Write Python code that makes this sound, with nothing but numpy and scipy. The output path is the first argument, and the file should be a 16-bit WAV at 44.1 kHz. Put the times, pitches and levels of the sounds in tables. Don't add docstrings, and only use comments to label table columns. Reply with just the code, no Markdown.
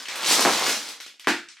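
import sys
import numpy as np
from scipy import signal
from scipy.io import wavfile
from scipy.ndimage import uniform_filter1d

SR = 44100
rng = np.random.default_rng(int(sys.argv[2]) if len(sys.argv) > 2 else 0)


def file_out(sig):
    cols = np.atleast_2d(sig).T
    lim = np.clip(cols, -1, 1)
    pcm = np.round(lim * 32767).astype(np.int16)
    wavfile.write(sys.argv[1], SR, pcm)


def gain_from_db(level_db):
    decades = np.asarray(level_db, float) / 20
    return 10 ** decades


N = 70560


def in_time(rows):
    start_s, level_db, *rest = np.transpose(rows)
    t = np.arange(N) / SR
    fade_db = -600 * np.maximum(t - start_s[-1], 0)
    return [np.interp(t, start_s, level_db) + fade_db] + [np.interp(t, start_s, c) for c in rest]


def at_hz(points, hz):
    table_hz, value = np.transpose(points)
    return np.interp(np.log(hz), np.log(table_hz), value)


def rms_one(x):
    return x / np.sqrt(np.mean(x ** 2) + 1e-20)


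def filtered(x, order, hz, kind="low"):
    return signal.sosfilt(signal.butter(order, hz, kind, fs=SR, output="sos"), x)


def ring(clicks, hz, t60_s):
    radius = gain_from_db(-60 / (t60_s * SR))
    w = 2 * np.pi * min(hz, .45 * SR) / SR
    return signal.lfilter([0, np.sin(w)], [1, -2 * radius * np.cos(w), radius ** 2], clicks + 1e-18)


def grains(spectrum, per_s, cycles, spread_db, dull_db_per_oct, count):
    sizes = gain_from_db(spread_db * np.minimum(rng.exponential(1, N), 4)) * rng.choice([-1, 1], N)
    clicks = sizes * (rng.random(N) < per_s / SR)
    dealt = rng.integers(0, count, N)
    pitches_hz = np.geomspace(spectrum[0][0], spectrum[-1][0], count)
    weights = gain_from_db(at_hz(spectrum, pitches_hz)) * np.sqrt(pitches_hz)
    weights = weights / np.sqrt(np.sum(weights ** 2))
    out = np.zeros(N)
    for k, (hz, share) in enumerate(zip(pitches_hz, weights)):
        tilt = gain_from_db(-dull_db_per_oct * np.log2(hz / 4000))
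        out += share * tilt * rms_one(ring(clicks * (dealt == k), hz, cycles / hz))
    return out


# start_s, level_db, dullness_db_per_oct
TUMBLE_ROWS = [(0, -33, 2.5), (.03, -44.5, 3), (.075, -45, 1), (.09, -41.5, 6.5), (.14, -36, 4.5),
               (.2, -34, 5.5), (.28, -21, -2), (.32, -20.5, -5), (.364, -25.5, 0.5), (.44, -24.5, 0.5),
               (.462, -28.5, -1), (.544, -24, 0.5), (.618, -28, 1.5), (.696, -23.5, -1), (.78, -35, 2),
               (.866, -39, 0.5), (.89, -35, 0), (.97, -56.5, 5.5)]
# pitch_hz, level_db_per_hz
RATTLE_SPECTRUM = [(530, -17), (900, -8), (1600, -1.5), (3000, -2.5), (4500, 2), (6500, -0.5),
                   (11400, -15.5), (16000, -53)]


def tumble():
    level_db, dull_db_per_oct = in_time(TUMBLE_ROWS)
    rattle = grains(RATTLE_SPECTRUM, per_s=5000, cycles=12.5, spread_db=0.5,
                    dull_db_per_oct=dull_db_per_oct, count=28)
    return gain_from_db(level_db - 2) * rattle


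# start_s, level_db
WEIGHT_ROWS = [(.05, -86), (.085, -72), (.2, -41), (.3, -23), (.35, -24), (.4, -18.5), (.445, -24.5),
               (.465, -17.5), (.495, -16), (.515, -29), (.57, -29), (.63, -27.5), (.69, -27), (.76, -37),
               (.9, -51.5)]
# pitch_hz, level_db_per_hz
BUMP_SPECTRUM = [(47, -68.5), (80, 12), (292, -1), (513, -23), (837, 8), (912, 12.5), (2500, -25.5),
                 (3250, -28), (5500, -120)]


def weight():
    level_db, = in_time(WEIGHT_ROWS)
    bumps = grains(BUMP_SPECTRUM, per_s=1600, cycles=3.1, spread_db=2, dull_db_per_oct=0, count=18)
    return gain_from_db(level_db - 6) * bumps


def scattered(x):
    places, hold_samples = 5, 900
    spot = rng.integers(0, places, N // hold_samples + 1).repeat(hold_samples)[:N]
    return sum(room(x * uniform_filter1d(1. * (spot == k), size=200)) for k in range(places))


# start_s, peak_db, pitch_hz, treble_db, snap_db
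TICK_ROWS = [(0.0548, -18.5, 2760, -40, -19), (0.0837, -13.5, 2520, -28, 8),
             (0.1565, -14.5, 2870, -9.5, -3), (0.2442, -8, 3270, -30, -6), (0.2621, -7.5, 4320, -41, 6),
             (0.2904, -11, 3900, -24, 1), (0.3027, -5, 5460, -24, -2), (0.3147, -2.5, 4850, -40, -3),
             (0.318, -18, 4300, -25, 0), (0.3229, -2, 6000, -22, 4), (0.345, -22, 5200, -3, 0),
             (0.394, -6, 5340, -25, -5), (0.407, -3.5, 4380, -13, 7), (0.4237, -8.5, 4870, -28, 1),
             (0.6637, -7, 1600, -25, 5.5), (0.696, -23.5, 4500, -20, 1), (0.8877, -18.5, 4430, -17, 1.5),
             (1.0015, -21, 3840, -28, -10), (1.007, -23, 1480, -18.5, 6.5), (1.016, -30, 2550, -20.5, 6),
             (1.063, -23.5, 3400, -36, 2.5), (1.0666, -31.5, 3670, -16, 7.5), (1.0775, -47, 3000, -25, -1),
             (1.108, -55, 3020, -33, -7.5), (1.141, -48.5, 3140, -42, 4), (1.1815, -59.5, 4000, -39, -1),
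             (1.1958, -23.5, 3350, -18.5, 2), (1.205, -30.5, 3320, -26, 2.5), (1.2444, -26, 2300, -32, -3),
             (1.4863, -25, 5510, -42, 12.5), (1.498, -52.5, 4430, -43, -10), (1.5207, -37, 4400, -29, 9),
             (1.5687, -31.5, 2280, -43, -15), (1.587, -48, 1704, -44, -3)]


def tick_body(drive, pitch_hz, treble_db, snap_db):
    cycles, split_hz = 9, 6900
    modes = .5 * ring(drive, pitch_hz, cycles / pitch_hz)
    modes += 0.26 * ring(drive, 1.43 * pitch_hz, cycles / pitch_hz)
    dull = filtered(drive, 4, split_hz)
    sharp = filtered(drive, 2, split_hz, "high")
    snap = gain_from_db(snap_db + 4.5) * (dull - gain_from_db(treble_db + 18) * sharp)
    return filtered(filtered(modes, 2, 1.5 * split_hz) + snap, 3, [1355, 11400], "band")


def ticks():
    length, chatter_s, room_db = 1500, .0038, 23
    near_far = np.zeros((2, N + SR))
    t = np.arange(length) / SR
    blow = gain_from_db(room_db) * (t == 0)
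    for start_s, peak_db, *piece in TICK_ROWS:
        chatter = rng.standard_normal(length) * np.exp(-(t / chatter_s) ** 2)
        near, far = tick_body(chatter, *piece), tick_body(blow, *piece)
        i = int(start_s * SR)
        near_far[:, i:i + length] += gain_from_db(peak_db - 6.5) * np.array([near, far]) / np.abs(near).max()
    return room(*near_far[:, :N], first_s=0.001)


# pitch_hz, level_db, t60_s
BOX_MODES = [(200, -5, 0.031), (376, 4, 0.024), (583, -4.5, 0.0096), (845, -0.5, 0.032),
             (1203, -7.5, 0.039), (1730, 5.5, 0.0015), (2200, -13, 0.0034)]


def box_blows(rows, low_share, ring_db):
    length, strike_db, pulse_db, luck_db = 4000, -13, 20, 2
    out = np.zeros(N + SR)
    for start_s, peak_db, bright_hz in rows:
        blow = np.zeros(length)
        blow[0] = -gain_from_db(peak_db + strike_db)
        blow = filtered(blow, 2, min(bright_hz, .4 * SR))
        pulse = filtered(blow, 2, low_share * bright_hz, "high") * SR / bright_hz / 4
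        i = int(start_s * SR)
        out[i:i + length] += pulse * gain_from_db(pulse_db)
        for (hz, db, t60_s), luck in zip(BOX_MODES, rng.standard_normal(len(BOX_MODES))):
            out[i:i + length] += gain_from_db(db + ring_db + luck_db * luck) * ring(blow, hz, t60_s)
    return out[:N]


# start_s, peak_db, bright_hz
KNOCK_ROWS = [(.084, -35.5, 868), (.26, -29, 950), (.311, -9.5, 1490), (.394, -6, 1240), (.407, -19, 1240),
              (.423, -14.5, 1000), (.4511, 2, 1550), (.4538, -13, 700), (.4585, -1, 1290),
              (.468, -30.5, 1200), (.472, -19.5, 1196), (.476, -11.5, 800), (.482, -23, 1560),
              (.490, -12.5, 1550), (.4975, -14.5, 1490), (.68, -20, 596), (1.002, -37, 1510),
              (1.063, -42.5, 600), (1.141, -51, 900), (1.196, -51.5, 887)]


def knocks():
    blows = box_blows(KNOCK_ROWS, low_share=0.16, ring_db=-5.5)
    return room(blows, gain_from_db(-3.5) * blows)


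# start_s, peak_db, bright_hz
SLAP_ROWS = [
    (1.2715, -35, 2900),
    (1.2721, -1, 1970),
    (1.2738, -22, 1580),
    (1.2845, -17, 1740),
    (1.2901, -23, 1900),
]
# pitch_hz, level_db_per_hz
SLAP_COLOUR_DB = [(100, -38), (200, 7.5), (283, 7.5), (570, -4.5), (810, 7.5), (1160, 1), (1640, 9.5),
                  (2750, 0), (5510, -3.5), (15000, -27.5)]
# pitch_hz, level_db, t60_s
PANEL_MODES = [(207.6, -20, 0.15), (304, -20, 0.24), (348, -22, 0.3), (840, -33, 0.13), (1700, -29.5, 0.17),
               (1880, -40, 0.24)]


def slap():
    puff_db, puff_s, puff_hz, hum_rise_s, room_db = -9.5, 0.0094, 2430, 0.011, 14.5
    t = np.arange(N) / SR - SLAP_ROWS[0][0]
    puff = filtered(rng.standard_normal(N), 2, puff_hz) * (t > 0) * np.exp(-np.abs(t) / puff_s)
    blow = np.diff(1. * (t > 0), prepend=0)
    soft_blow = uniform_filter1d(blow, size=9)
    hum = sum(gain_from_db(db) * ring(soft_blow, hz, t60_s) for hz, db, t60_s in PANEL_MODES)
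    hum = hum * (1 - np.exp(-np.abs(t) / hum_rise_s))
    near = box_blows(SLAP_ROWS, low_share=0.33, ring_db=-1.5) + gain_from_db(puff_db) * puff
    return hum + room(near, gain_from_db(room_db) * blow, SLAP_COLOUR_DB)


def boom():
    mode_hz, mode_t60_s, from_s, load_db, slap_db, slap_s = 101, 0.19, .25, -13, -25.5, 0.037
    level_db, = in_time(WEIGHT_ROWS)
    t = np.arange(N) / SR
    load = np.clip((t - from_s) / .02, 0, 1) * gain_from_db(level_db + load_db)
    after = np.maximum(t - SLAP_ROWS[0][0], 0) / slap_s
    stir = load + gain_from_db(slap_db) * after * np.exp(-after)
    return stir * rms_one(ring(rng.standard_normal(N), mode_hz, mode_t60_s))


EDGES_HZ = 60 * 2 ** np.arange(0, 8.4, .5)


def bands(x):
    for k, (low_hz, high_hz) in enumerate(zip(EDGES_HZ, EDGES_HZ[1:])):
        yield np.sqrt(low_hz * high_hz), filtered(x[k % len(x)], 2, [low_hz, high_hz], "band")


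# pitch_hz, t60_s
ROOM_T60_S = [(150, 0.27), (290, 0.32), (570, 0.27), (1100, 0.24), (1700, 0.35), (3200, 0.36), (7000, 0.32),
              (14000, 0.24)]
# pitch_hz, level_db
ROOM_COLOUR_DB = [(150, -1.5), (350, -1.5), (700, -0.5), (1700, -1), (5000, -0.45), (14000, 0.5)]
# pitch_hz, side_minus_mid_db
WIDTH_DB = [(60, -56.5), (110, -36.5), (200, -30), (380, -23), (700, -19), (1290, -21.5), (2380, -14.5),
            (4400, -11.5), (8120, -7.5), (15000, -1.5)]


def room(x, far=None, colour=ROOM_COLOUR_DB, first_s=.005):
    grow_s, room_db, more_width_db, near_width_db = .005, 3, 2.5, -7
    t = np.arange(SR * 6 // 10) / SR
    late = np.maximum(t - first_s, 0)
    mid, side = np.zeros((2, len(t)))
    for hz, pair in bands(rng.standard_normal((2, 2, len(t)))):
        t60_s = at_hz(ROOM_T60_S, hz)
        decay = gain_from_db(-60 * late / t60_s + at_hz(colour, hz) + room_db)
        tail = pair * (1 - np.exp(-late / grow_s)) * decay / np.sqrt(t60_s * SR / 14)
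        mid += tail[0]
        side += tail[1] * gain_from_db(at_hz(WIDTH_DB, hz) + more_width_db)
    far = x if far is None else far
    skew = np.gradient(x) * gain_from_db(near_width_db)
    return np.array([x + sign * skew + signal.fftconvolve(far, mid + sign * side)[:N] for sign in (1, -1)])


# pitch_hz, level_db_per_hz
FLOOR_SPECTRUM = [(100, -17.5), (300, -12.5), (1000, -17), (3000, -4), (6000, 1), (10000, -10),
                  (13000, -13)]


def floor():
    level_db, top_hz = -72, 12200
    hiss = np.zeros((2, N))
    for hz, (mid, side) in bands(rng.standard_normal((2, 2, N))):
        spread = gain_from_db(at_hz(WIDTH_DB, hz)) * side * np.array([[1], [-1]])
        hiss += gain_from_db(at_hz(FLOOR_SPECTRUM, hz)) * (mid + spread)
    low_pass = signal.cheby1(8, 1, top_hz, fs=SR, output="sos")
    return gain_from_db(level_db) * rms_one(signal.sosfilt(low_pass, hiss))


def scene():
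    heap = scattered(tumble() + weight())
    return heap + ticks() + knocks() + slap() + boom() + floor()


def top_cut(x):
    return signal.sosfilt(signal.butter(12, 16510, fs=SR, output="sos"), x)


def record(dry):
    top, low_cut_hz, bass_leak_db, top_cut_hz = 0.89, 224, -46, 15850
    rounded = top * np.tanh(dry / top)
    thin = filtered(rounded, 4, low_cut_hz, "high") + gain_from_db(bass_leak_db) * rounded
    mix = signal.sosfilt(signal.cheby1(14, 1, top_cut_hz, fs=SR, output="sos"), thin)
    return top_cut(mix)


dry = scene()
out = record(dry)
file_out(out)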